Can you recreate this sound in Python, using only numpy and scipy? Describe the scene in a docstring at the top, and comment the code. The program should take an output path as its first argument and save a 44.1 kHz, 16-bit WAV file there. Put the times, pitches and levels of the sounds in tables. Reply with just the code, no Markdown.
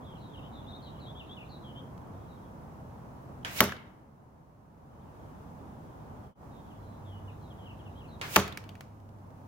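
"""A songbird and farther birds whistle over traffic rumble and hiss, with one dry leaf tick.
Two arrows then hit a foam block next to the microphone in a fenced yard: a far bow snap (noise burst),
swelling vane hiss, and a thwack of pressure pulses, block modes, scrape and thud; each shaft quivers on.
The whole background's level drops after each hit, then rises again; between the shots it dips briefly,
an engine drone swells in and song returns. The second arrow rattles against the first; leaves tick."""
import sys
import numpy as np
from scipy import signal
from scipy.fft import rfft, irfft, next_fast_len
from scipy.io import wavfile

SR = 44100
rng = np.random.default_rng(int(sys.argv[2]) if len(sys.argv) > 2 else 0)


def pcm_store(signal):
    """Save signal as 16-bit PCM."""
    levels = np.round(np.clip(np.atleast_2d(signal), -1, 1) * 32767)
    wavfile.write(sys.argv[1], SR, levels.astype(np.int16).T)


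N = 417627
TIME_S = np.arange(N) / SR


def from_db(db):
    """Decibels to gain."""
    return 10 ** (np.asarray(db) / 20)


def rms_one(x):
    """Scale to unit power."""
    return x / np.sqrt(np.mean(x ** 2) + 1e-20)


def t60_decay(t, t60_s):
    """Exponential decay by 60 dB in t60_s."""
    return np.exp(-np.log(1000) * t / t60_s)


def in_time(rows):
    """Each column of a curve at every sample."""
    s, *columns = np.transpose(rows)
    return [np.interp(TIME_S, s, column) for column in columns]


def at_hz(points, hz):
    """Read a table on a log-frequency axis."""
    f, value = np.transpose(points)
    return np.interp(np.log(np.maximum(hz, 1)), np.log(f), value)


def span(seconds):
    """Time axis of a short sound."""
    return np.arange(int(seconds * SR)) / SR


def add(out, s, sound):
    """Mix a sound in at time s."""
    start = int(round(s * SR))
    part = sound[..., :N - start]
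    out[..., start:start + part.shape[-1]] += part


# Left-right correlation of diffuse sound. Each row: frequency in Hz, correlation from -1 to 1.
LIKENESS = [(60, 0.92), (130, .9), (290, .68), (640, .18), (1400, -0.2), (3000, -.05), (15000, 0)]


def noise(colour, size):
    """Coloured stereo noise, alike on both sides in the bass; rms 1."""
    padded = next_fast_len(size, real=True)
    hz = np.fft.rfftfreq(padded, 1 / SR)
    alike = np.clip(at_hz(LIKENESS, hz), -1, 1)
    mid, side = rfft(rng.standard_normal((2, padded))) * from_db(at_hz(colour, hz))
    spectra = np.sqrt(1 + alike) * mid + np.sqrt(1 - alike) * side * [[1], [-1]]
    return rms_one(irfft(spectra, padded)[:, :size])


def drift(rate_hz, size):
    """Random values at rate_hz, joined by lines; spread near 1."""
    steps = np.arange(size) / SR * rate_hz
    return np.interp(steps, np.arange(1024), rng.standard_normal(1024))


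def pan(balance_db):
    """Left and right gains; positive favours the left."""
    return from_db([[balance_db / 2], [-balance_db / 2]])


def place(x, lag_ms, balance_db):
    """A point source; a positive lag reaches the left side later."""
    t = np.arange(len(x)) / SR
    left = np.interp(t - lag_ms / 1000, t, x, left=0)
    return np.array([left, x]) * pan(balance_db)


def resonate(x, hz, width_hz):
    """A two-pole resonance with gain near 1 on top."""
    r = np.exp(-np.pi * width_hz / SR)
    zeros = np.array([1, 0, -1]) * (1 - r * r) / 2
    poles = [1, -2 * r * np.cos(2 * np.pi * hz / SR), r * r]
    return signal.lfilter(zeros, poles, x)


# Jolts as a point bites and the shaft is stopped.
# Each row: time in seconds, pulse level in dB, pulse pitch in Hz, push on the block in dB.
JOLTS = [(3.6058, -.5, 1600, -19.5), (3.6088, -13.5, 898, -33.5), (3.6307, -21, 898, -35),
         (3.677, -32, 220, -42), (8.3667, -5, 1050, -21.5), (8.3745, -16.5, 520, -32.5),
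         (8.3773, -18.5, 299, -25.5), (8.3912, -21.5, 450, -36)]
# Modes of the block. Each row: frequency in Hz, relative level in dB, t60 in seconds.
BLOCK_MODES = [(86, -11.5, 0.24), (122, -7, 0.16), (196.3, 1.5, 0.13), (411, -9.5, 0.2), (558, -10.5, 0.14),
               (628, -8, 0.1), (722, -13, 0.089), (885, -6, 0.07), (1105, 1.5, .07), (1335, -5.5, 0.036),
               (1495, -11.5, 0.098), (1948, -16.5, .09), (2198, -10, .07), (2873, -14.5, .06)]


def block(spread_db, build_cycles):
    """Each jolt dents the face, which springs back in one pressure pulse, and sets the block ringing."""
    out, t = np.zeros(N), span(.5)
    hz, mode_db, t60_s = np.transpose(BLOCK_MODES)[:, :, None]
    build = 1 - np.exp(-hz * t / build_cycles)
    modes = np.sin(2 * np.pi * hz * t) * t60_decay(t, t60_s) * build
    lead_s = .004   # the pulse is centred on the jolt
    for s, pulse_db, pulse_hz, push_db in JOLTS:
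        phase = 2 * np.pi * pulse_hz * (span(2 * lead_s) - lead_s)
        add(out, s - lead_s, from_db(pulse_db) * phase * np.exp((1 - phase ** 2) / 2))
        reach = 1 / np.hypot(1, hz / (2 * pulse_hz))   # a soft jolt drives mainly the low modes
        ring_db = push_db + mode_db + spread_db * rng.standard_normal(hz.shape)
        add(out, s, (reach * from_db(ring_db) * modes).sum(axis=0))
    return place(out, lag_ms=-0.081, balance_db=-1)


# Arrows; levels apply before the envelopes. Each row: arrival in seconds, vane hiss in dB,
# seconds from passing the microphone to arrival, scrape in dB, scrape length in seconds,
# scrape left-right balance in dB, scrape tilt in dB per octave, sizzle in dB, thud in dB,
# thud t60 in seconds.
ARROWS = [(3.605, -34, .022, -14.7, .0036, 2, .5, -22, -20.5, .2),
          (8.3604, -34.5, 0.013, -15.5, 0.0051, 0, -0.5, -32, -18.5, .18)]
# Colours. 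Each row: frequency in Hz, relative level in dB per Hz.
SCRAPE_COLOUR = [(200, -11), (1000, 4), (2500, 4), (4300, -3.5), (6000, -2.5), (8000, -9.5), (11000, -8),
                 (15000, -8.5)]
SIZZLE_COLOUR = [(8000, -35), (11500, -0.5), (16000, -0.5)]
THUD_COLOUR = [(40, -8), (100, -2.5), (250, 0), (600, -2.5), (1200, -3.5), (2200, -13), (4000, -18),
               (6200, -18), (8000, -24), (16000, -25)]


def penetration(grain_db, stop_s, bite_db, bite_s, sizzle_balance_db, thud_balance_db):
    """The point cracks the skin and tears through foam in tiny slips; packed layers answer with a thud."""
    out, t = np.zeros((2, N)), span(0.56)
    size = len(t)
    for s, _, _, scrape_db, length_s, balance_db, tilt_db, sizzle_db, thud_db, thud_t60_s in ARROWS:
        colour = [(hz, db + tilt_db * np.log2(hz)) for hz, db in SCRAPE_COLOUR]
        slips = rms_one(from_db(grain_db * np.clip(drift(2700, size), -1, 1)))
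        sliding = np.exp(-np.maximum(t - length_s, 0) / stop_s)
        sliding = sliding + from_db(bite_db) * np.exp(-t / bite_s)
        scrape = noise(colour, size) * slips * sliding
        sizzle = noise(SIZZLE_COLOUR, size) * slips * sliding
        add(out, s, from_db(scrape_db) * scrape * pan(balance_db))
        add(out, s, from_db(sizzle_db) * sizzle * pan(sizzle_balance_db))
        swell = np.minimum(t / (2 * length_s), 1) * t60_decay(t, thud_t60_s)
        thud = place(noise(THUD_COLOUR, size)[0], lag_ms=-.06, balance_db=thud_balance_db)
        add(out, s, from_db(thud_db) * swell * thud)
    return out


def radiate(x, cut_hz):
    """A small body moves little air at the lowest pitches."""
    highpass = signal.butter(2, cut_hz, "high", fs=SR, output="sos")
    return signal.sosfilt(highpass, x + 1e-18)


# Shafts tapping as they quiver; levels apply before the stereo blend.
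# Each row: time in seconds, level in dB, ring pitch in Hz, ring above the tick in dB.
TAPS = [(3.6396, -28.5, 12930, -3), (3.693, -48.5, 1700, 11), (3.721, -45.5, 1490, 17),
        (3.765, -61, 3980, 11), (8.399, -31, 3280, -6), (8.478, -37, 1900, -4), (8.5245, -46.5, 3500, 4.5),
        (8.5732, -34, 2200, -7), (8.6396, -53, 2840, 0), (8.6912, -47.5, 3040, 3), (8.7531, -52.5, 2300, 3),
        (8.8077, -42, 2330, -3)]
# Each row: frequency in Hz, relative level in dB per Hz.
TICK_COLOUR = [(150, -9.5), (500, 1.5), (1200, 4.5), (3000, -2), (5000, -5), (6500, -6.5), (8500, -12),
               (16000, -10.5)]


def taps(tick_s, width_hz, buzz_db, buzz_s):
    """A quivering shaft chatters for a few milliseconds at each touch, then buzzes out."""
    out, t = np.zeros((2, N)), span(.15)
    for s, level_db, hz, ring_db in TAPS:
        chatter = noise(TICK_COLOUR, len(t))
        chatter = chatter + from_db(ring_db) * rms_one(resonate(chatter, hz, width_hz))
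        touch = np.sqrt(t / tick_s) * np.exp((1 - t / tick_s) / 2)
        buzz = from_db(buzz_db) * np.exp(-t / buzz_s)
        add(out, s, from_db(level_db) * chatter * (touch + buzz))
    return .75 * out + 0.25 * out[::-1]   # narrower stereo


# Bow snaps; levels apply before the decays. Each row: time in seconds, snap in dB, yard ring in dB,
# limb ring pitch in Hz, limb ring above the snap in dB.
RELEASES = [(3.448, -32.5, -36.5, 3350, -5), (8.2135, -32.5, -36, 2200, -7)]
# Colours. Each row: frequency in Hz, relative level in dB per Hz.
VANE_COLOUR = [(100, -10), (600, 0), (1200, -4.5), (2400, 3), (4500, -4), (7000, -3), (10000, -6.5),
               (16000, -2)]
WAKE_COLOUR = [(200, -20), (600, -1.5), (1200, -7), (2400, 2.5), (6000, -3.5), (8000, -15), (16000, -20)]


def flight(near_s, balance_db, wake_db, wake_lag_s, behind_db):
    """Vane hiss grows as 1 / distance, peaks near the pass and falls behind; a shorter wake burst follows."""
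    out, t = np.zeros((2, N)), span(.5)
    for (release_s, *_), (arrival_s, hiss_db, pass_s, *_) in zip(RELEASES, ARROWS):
        to_go_s = arrival_s - release_s - t
        gone = np.clip(1 - to_go_s / pass_s, 0, 1)
        distance = np.hypot(1, (to_go_s - pass_s) / near_s)
        wake_distance = np.hypot(1, (to_go_s - pass_s + wake_lag_s) / near_s)
        hiss = noise(VANE_COLOUR, len(t)) * from_db(behind_db * gone) / distance
        wake = from_db(wake_db) * noise(WAKE_COLOUR, len(t)) / wake_distance ** 8
        add(out, release_s, from_db(hiss_db) * (hiss + wake) * (to_go_s > 0))
    return out * pan(balance_db)


# Colours. Each row: frequency in Hz, relative level in dB per Hz.
BOW_COLOUR = [(200, -6), (900, -1), (2200, -3), (3300, 6.5), (4500, -8), (6500, -6), (9000, -10),
              (16000, -28)]
BOW_RING_COLOUR = [(150, -6), (600, -2), (1400, 3.5), (2400, 1.5), (4000, -7), (6300, -12), (8500, -23),
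                   (16000, -27.5)]


def bow(snap_s, ring_s, limb_width_hz, latch_s, latch_db):
    """Far off to the right the latch clicks, the string snaps home and the yard rings around the archer."""
    out, t = np.zeros((2, N)), span(0.57)
    for s, snap_db, ring_db, limb_hz, limb_db in RELEASES:
        crack = noise(BOW_COLOUR, len(t))[0]
        crack = crack + from_db(limb_db) * rms_one(resonate(crack, limb_hz, limb_width_hz))
        snap = place(from_db(snap_db) * crack * np.exp(-t / snap_s), lag_ms=0.292, balance_db=-4.0)
        ringing = from_db(ring_db) * noise(BOW_RING_COLOUR, len(t)) * np.exp(-t / ring_s)
        add(out, s - latch_s, from_db(latch_db) * snap)
        add(out, s, snap + ringing)
    return out


# Yard reverberation. Each row: frequency in Hz, relative band level in dB.
YARD_LEVEL = [(100, -11.5), (400, -15), (1200, -16.5), (3000, -12.5), (6000, -10.5), (9000, -14.5),
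              (15000, -17.5)]
# Each row: frequency in Hz, t60 in seconds.
YARD_T60 = [(100, 0.65), (500, 0.56), (1500, 0.62), (3000, .5), (6000, 0.24), (9000, .27), (15000, .22)]


def yard_response(build_s, lumpy_db):
    """Scatter from fences, trunks and leaves: each band dies at its own rate."""
    t, response = span(0.98), 0
    edges_hz = np.geomspace(50, 17000, 15)
    white = [noise([(20, 0), (20000, 0)], len(t)) for _ in range(2)]
    for k, (low, high) in enumerate(zip(edges_hz, edges_hz[1:])):
        hz = np.sqrt(low * high)
        bandpass = signal.butter(2, [low, high], "band", fs=SR, output="sos")
        band = signal.sosfilt(bandpass, white[k % 2])
        shape = (1 - np.exp(-(t / build_s) ** 2)) * t60_decay(t, at_hz(YARD_T60, hz))
        shape = shape * from_db(lumpy_db * drift(160, len(t)))   # separate surfaces answer in clumps
        response = response + band * from_db(at_hz(YARD_LEVEL, hz)) * shape / np.linalg.norm(shape)
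    return response


def syllable(length_s, pitches_hz, waver, trill):
    """One whistle gliding through three pitches, fluttering in level and, with trill, in pitch."""
    t = span(length_s)
    along = t / length_s
    hz = np.polyval(np.polyfit([0, .5, 1], pitches_hz, 2), along)
    flutter = np.sin(2 * np.pi * (rng.uniform(45, 100) * t + rng.random()))
    hz = hz * (1 + waver * drift(250, len(t)) + trill * flutter)
    envelope = np.sin(np.pi * along) ** .4 * (1 + .3 * flutter)
    return envelope * np.sin(2 * np.pi * np.cumsum(hz) / SR)


# The songbird's notes; levels are relative within the song.
# Notes that sink and level off. Each row: start in seconds, start pitch in Hz, level in dB.
GLIDES = [(.04, 3650, -59.5), (.20, 4250, -62), (.53, 3900, -56.5), (.82, 4290, -55.5), (.995, 4250, -57),
          (1.49, 4400, -56.5), (1.635, 3400, -56), (7.05, 3600, -63), (7.41, 4250, -69), (7.58, 3350, -62),
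          (8.08, 4280, -63)]
GLIDE_S, GLIDE_FALL_SHARE = .09, .125
# Notes that rise and level off. Each row: start in seconds, end pitch in Hz, level in dB.
RISES = [(.42, 3110, -57), (.665, 3770, -52.5), (.72, 3775, -50.5), (1.06, 3500, -51.5),
         (1.15, 3490, -51.5), (1.29, 3500, -48.5), (1.75, 3250, -51), (7.95, 3300, -61)]
RISE_S, RISE_SHARE = .06, .1   # the share is of the end pitch
# Near-level whistles. Each row: start in seconds, start pitch in Hz, level in dB, length in seconds.
WHISTLES = [(2.28, 3900, -70, .09), (6.51, 3750, -71, .11), (6.80, 4100, -76.5, .22),
            (7.11, 3020, -60.5, .09)]
WHISTLE_SAG_SHARE = .04
# Quick down-slurs. Each row: start in seconds, start pitch in Hz, level in dB, number of notes.
SLURS = [(.11, 3510, -61, 2), (0.334, 3450, -53, 2), (.86, 3470, -58, 1), (.945, 3430, -62, 2),
         (1.194, 3250, -47, 1), (1.366, 3150, -48.5, 2), (6.70, 3290, -64, 1), (7.275, 3090, -55.5, 1),
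         (7.50, 3580, -59, 1), (7.655, 3295, -53, 2), (7.79, 3400, -60.5, 1), (7.855, 3150, -56, 1),
         (8.0, 3240, -58.5, 2)]
SLUR_S, SLUR_FALL_SHARE = .033, .22
PAIR_GAP_S, PAIR_STEP_SHARE = .037, .05   # the second slur comes later and starts lower
UPPER_VOICE_RATIO, UPPER_VOICE_DB = 1.1, -13   # other side of the syrinx, on all but the slurs


def singer(waver, glide_trill, rise_trill):
    """Burry two-voiced glides, rises and whistles, and quick single-voiced slurs without pitch trill."""
    out = np.zeros(N)
    straight, levelling = np.array([0, .5, 1]), np.array([0, .75, 1])
    notes = [(s, GLIDE_S, hz * (1 - GLIDE_FALL_SHARE * levelling), db, glide_trill)
             for s, hz, db in GLIDES]
    notes += [(s, RISE_S, hz * (1 - RISE_SHARE * (1 - levelling)), db, rise_trill)
              for s, hz, db in RISES]
    notes += [(s, length_s, hz * (1 - WHISTLE_SAG_SHARE * straight), db, rise_trill)
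              for s, hz, db, length_s in WHISTLES]
    for s, length_s, pitches_hz, level_db, trill in notes:
        lower = syllable(length_s, pitches_hz, waver, trill)
        upper = syllable(length_s, UPPER_VOICE_RATIO * pitches_hz, waver, trill)
        add(out, s, from_db(level_db) * (lower + from_db(UPPER_VOICE_DB) * upper))
    for s, hz, level_db, count in SLURS:
        for k in range(round(count)):
            pitches_hz = hz * (1 - PAIR_STEP_SHARE * k) * (1 - SLUR_FALL_SHARE * straight)
            slur = syllable(SLUR_S, pitches_hz, waver, trill=0)
            add(out, s + k * PAIR_GAP_S, from_db(level_db) * slur)
    return out


# Farther birds. Each row: start in seconds, end in seconds, pitch ceiling in Hz,
# level in dB before the direct sound is halved.
CHORUS = [(0, 1.75, 4187, -64), (2.0, 2.45, 4190, -73), (2.5, 3.7, 3910, -80.5), (4.9, 6.25, 3850, -75.5),
          (6.5, 8.2, 4200, -72.5)]
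CHIRPS_PER_S = 21


def birds(song_db, trees_t60_s, wet_db):
    """A near singer, and down-slurs of farther birds that arrive mostly as echoes from the trees."""
    near = from_db(song_db) * singer(waver=.008, glide_trill=.032, rise_trill=.013)
    far, t = np.zeros(N), span(1)
    for start_s, end_s, top_hz, level_db in CHORUS:
        for s in np.arange(start_s, end_s, 1 / CHIRPS_PER_S):
            late_s, length_s, register, fall = rng.uniform([0, .02, .8, .75], [.04, 0.041, 0.99, .92])
            pitches_hz = top_hz * register * fall ** np.array([0, .5, 1])
            chirp = syllable(length_s, pitches_hz, waver=0.014, trill=0.024)
            add(far, s + late_s, from_db(level_db) * chirp)
    trunks = rng.random((2, len(t))) < 220 / SR   # about 220 trunks per second each return a copy
    trees = trunks * rng.choice([-1, 1], trunks.shape) * t60_decay(t, trees_t60_s)
    trees = trees / np.linalg.norm(trees[0])
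    echoes = signal.fftconvolve((from_db(wet_db) * near + far)[None], trees, axes=1)[:, :N]
    return place(near + far / 2, lag_ms=-0.22, balance_db=2.0) + echoes


# Dry leaves. Each row: time in seconds, level in dB before the decay.
LEAVES = [(1.978, -53.5), (9.0017, -63), (9.0905, -59), (9.186, -65), (9.305, -65), (9.3798, -71)]


def leaves(tick_s):
    """Single dry leaves crackle on the ground, each a decaying noise tick."""
    out, t = np.zeros((2, N)), span(.03)
    for s, level_db in LEAVES:
        add(out, s, from_db(level_db) * noise(TICK_COLOUR, len(t)) * np.exp(-t / tick_s))
    return out


# Drone level, which then holds. Each row: time in seconds, level in dB before the trim.
DRONE_LEVEL = [(6.8, -54), (7.11, -44), (7.568, -52), (8.2, -52)]
DRONE_HZ, DRONE_FROM_S, DRONE_SWELL_S, DRONE_TRIM_DB = 99, 6.6, 0.23, -1


def engine(waver_hz, wander_hz, throb_db):
    """One low, unsteady line from a far engine swells in."""
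    level_db, = in_time(DRONE_LEVEL)
    swell = np.clip((TIME_S - DRONE_FROM_S) / DRONE_SWELL_S, 0, 1)
    hz = DRONE_HZ + waver_hz * drift(14, N) + wander_hz * drift(1.993, N)
    tone = np.sqrt(2) * np.sin(2 * np.pi * np.cumsum(hz) / SR)
    return swell * from_db(DRONE_TRIM_DB + level_db + throb_db * drift(14, N)) * tone * pan(-1)


# Colours. Each row: frequency in Hz, relative level in dB per Hz.
TRAFFIC_COLOUR = [(12, -44.5), (20, -16), (27, -17.5), (65, -3), (147, -1), (181, -5.5), (228, -4.5),
                  (376, -13), (455, -13), (538, -13), (927, -12.5), (1170, -18), (2150, -35.5),
                  (3000, -44.5), (3900, -69), (6600, -120)]
AIR_COLOUR = [(1000, -8.5), (2500, 5), (4500, 0.5), (6200, 1.5), (8000, -2.5), (12000, -1.5), (16000, -2)]
# Level drops of the whole background after each hit.
# Each row: start in seconds, depth in dB, hold in seconds.
LEVEL_DROPS = [(3.601, 9.5, .58), (8.495, 4.7, .15)]
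DROP_S, RECOVER_S, HISS_FOLLOWS_SHARE = 0.51, 0.55, .92   # the hiss follows this share of the depth
TRAFFIC_START_DB, TRAFFIC_EASES_DB_PER_S, HISS_DB = -45.6, 0.2, -70.5
DIP_S, DIP_FADE_S, DIP_FLOOR_DB = 6.345, 0.091, -29


def background(waver_db):
    """Traffic rumble and thin hiss; their level drops after each hit and dips briefly between shots."""
    drop_db = 0
    for s, depth_db, hold_s in LEVEL_DROPS:
        corners_s = s + np.cumsum([0, DROP_S, hold_s, RECOVER_S])
        drop_db = drop_db + depth_db * np.interp(TIME_S, corners_s, [0, 1, 1, 0])
    dip = np.clip(np.abs(TIME_S - DIP_S) / DIP_FADE_S, from_db(DIP_FLOOR_DB), 1)
    traffic_db = TRAFFIC_START_DB - TRAFFIC_EASES_DB_PER_S * TIME_S - drop_db + waver_db * drift(9, N)
    traffic = from_db(traffic_db) * noise(TRAFFIC_COLOUR, N)
    hiss = from_db(HISS_DB - HISS_FOLLOWS_SHARE * drop_db) * noise(AIR_COLOUR, N)
    return dip * (traffic * pan(-.8) + hiss * pan(-1.6))


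def scene():
    """The shots, their scatter in the yard, and the life around it."""
    foam = penetration(grain_db=4.5, stop_s=.0019, bite_db=-1.5, bite_s=.0007,
                       sizzle_balance_db=13, thud_balance_db=-0.4)
    hits = radiate(block(spread_db=1.5, build_cycles=0.61) + foam, cut_hz=48)
    rattle = taps(tick_s=0.00074, width_hz=450, buzz_db=-12.5, buzz_s=.015)
    passing = flight(near_s=0.013, balance_db=-3.0, wake_db=0.5, wake_lag_s=0.011, behind_db=-7.5)
    shots = hits + rattle + passing
    scatter = signal.fftconvolve(shots, yard_response(build_s=0.017, lumpy_db=1.7), axes=1)[:, :N]
    archer = bow(snap_s=0.0035, ring_s=0.072, limb_width_hz=450, latch_s=0.017, latch_db=-29)
    song = birds(song_db=-.2, trees_t60_s=.36, wet_db=-6)
    drone = engine(waver_hz=3, wander_hz=1.5, throb_db=2.5)
    around = background(waver_db=.5) + drone + leaves(tick_s=0.0032)
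    return shots + scatter + archer + around + song


CUTOFF_HZ = 16000


def record(dry):
    """Peaks beyond full scale clip; a steep low-pass cuts the top."""
    lowpass = signal.ellip(10, .1, 70, CUTOFF_HZ, fs=SR, output="sos")
    return signal.sosfilt(lowpass, np.clip(dry, -1, 1))


dry = scene()
out = record(dry)
pcm_store(out)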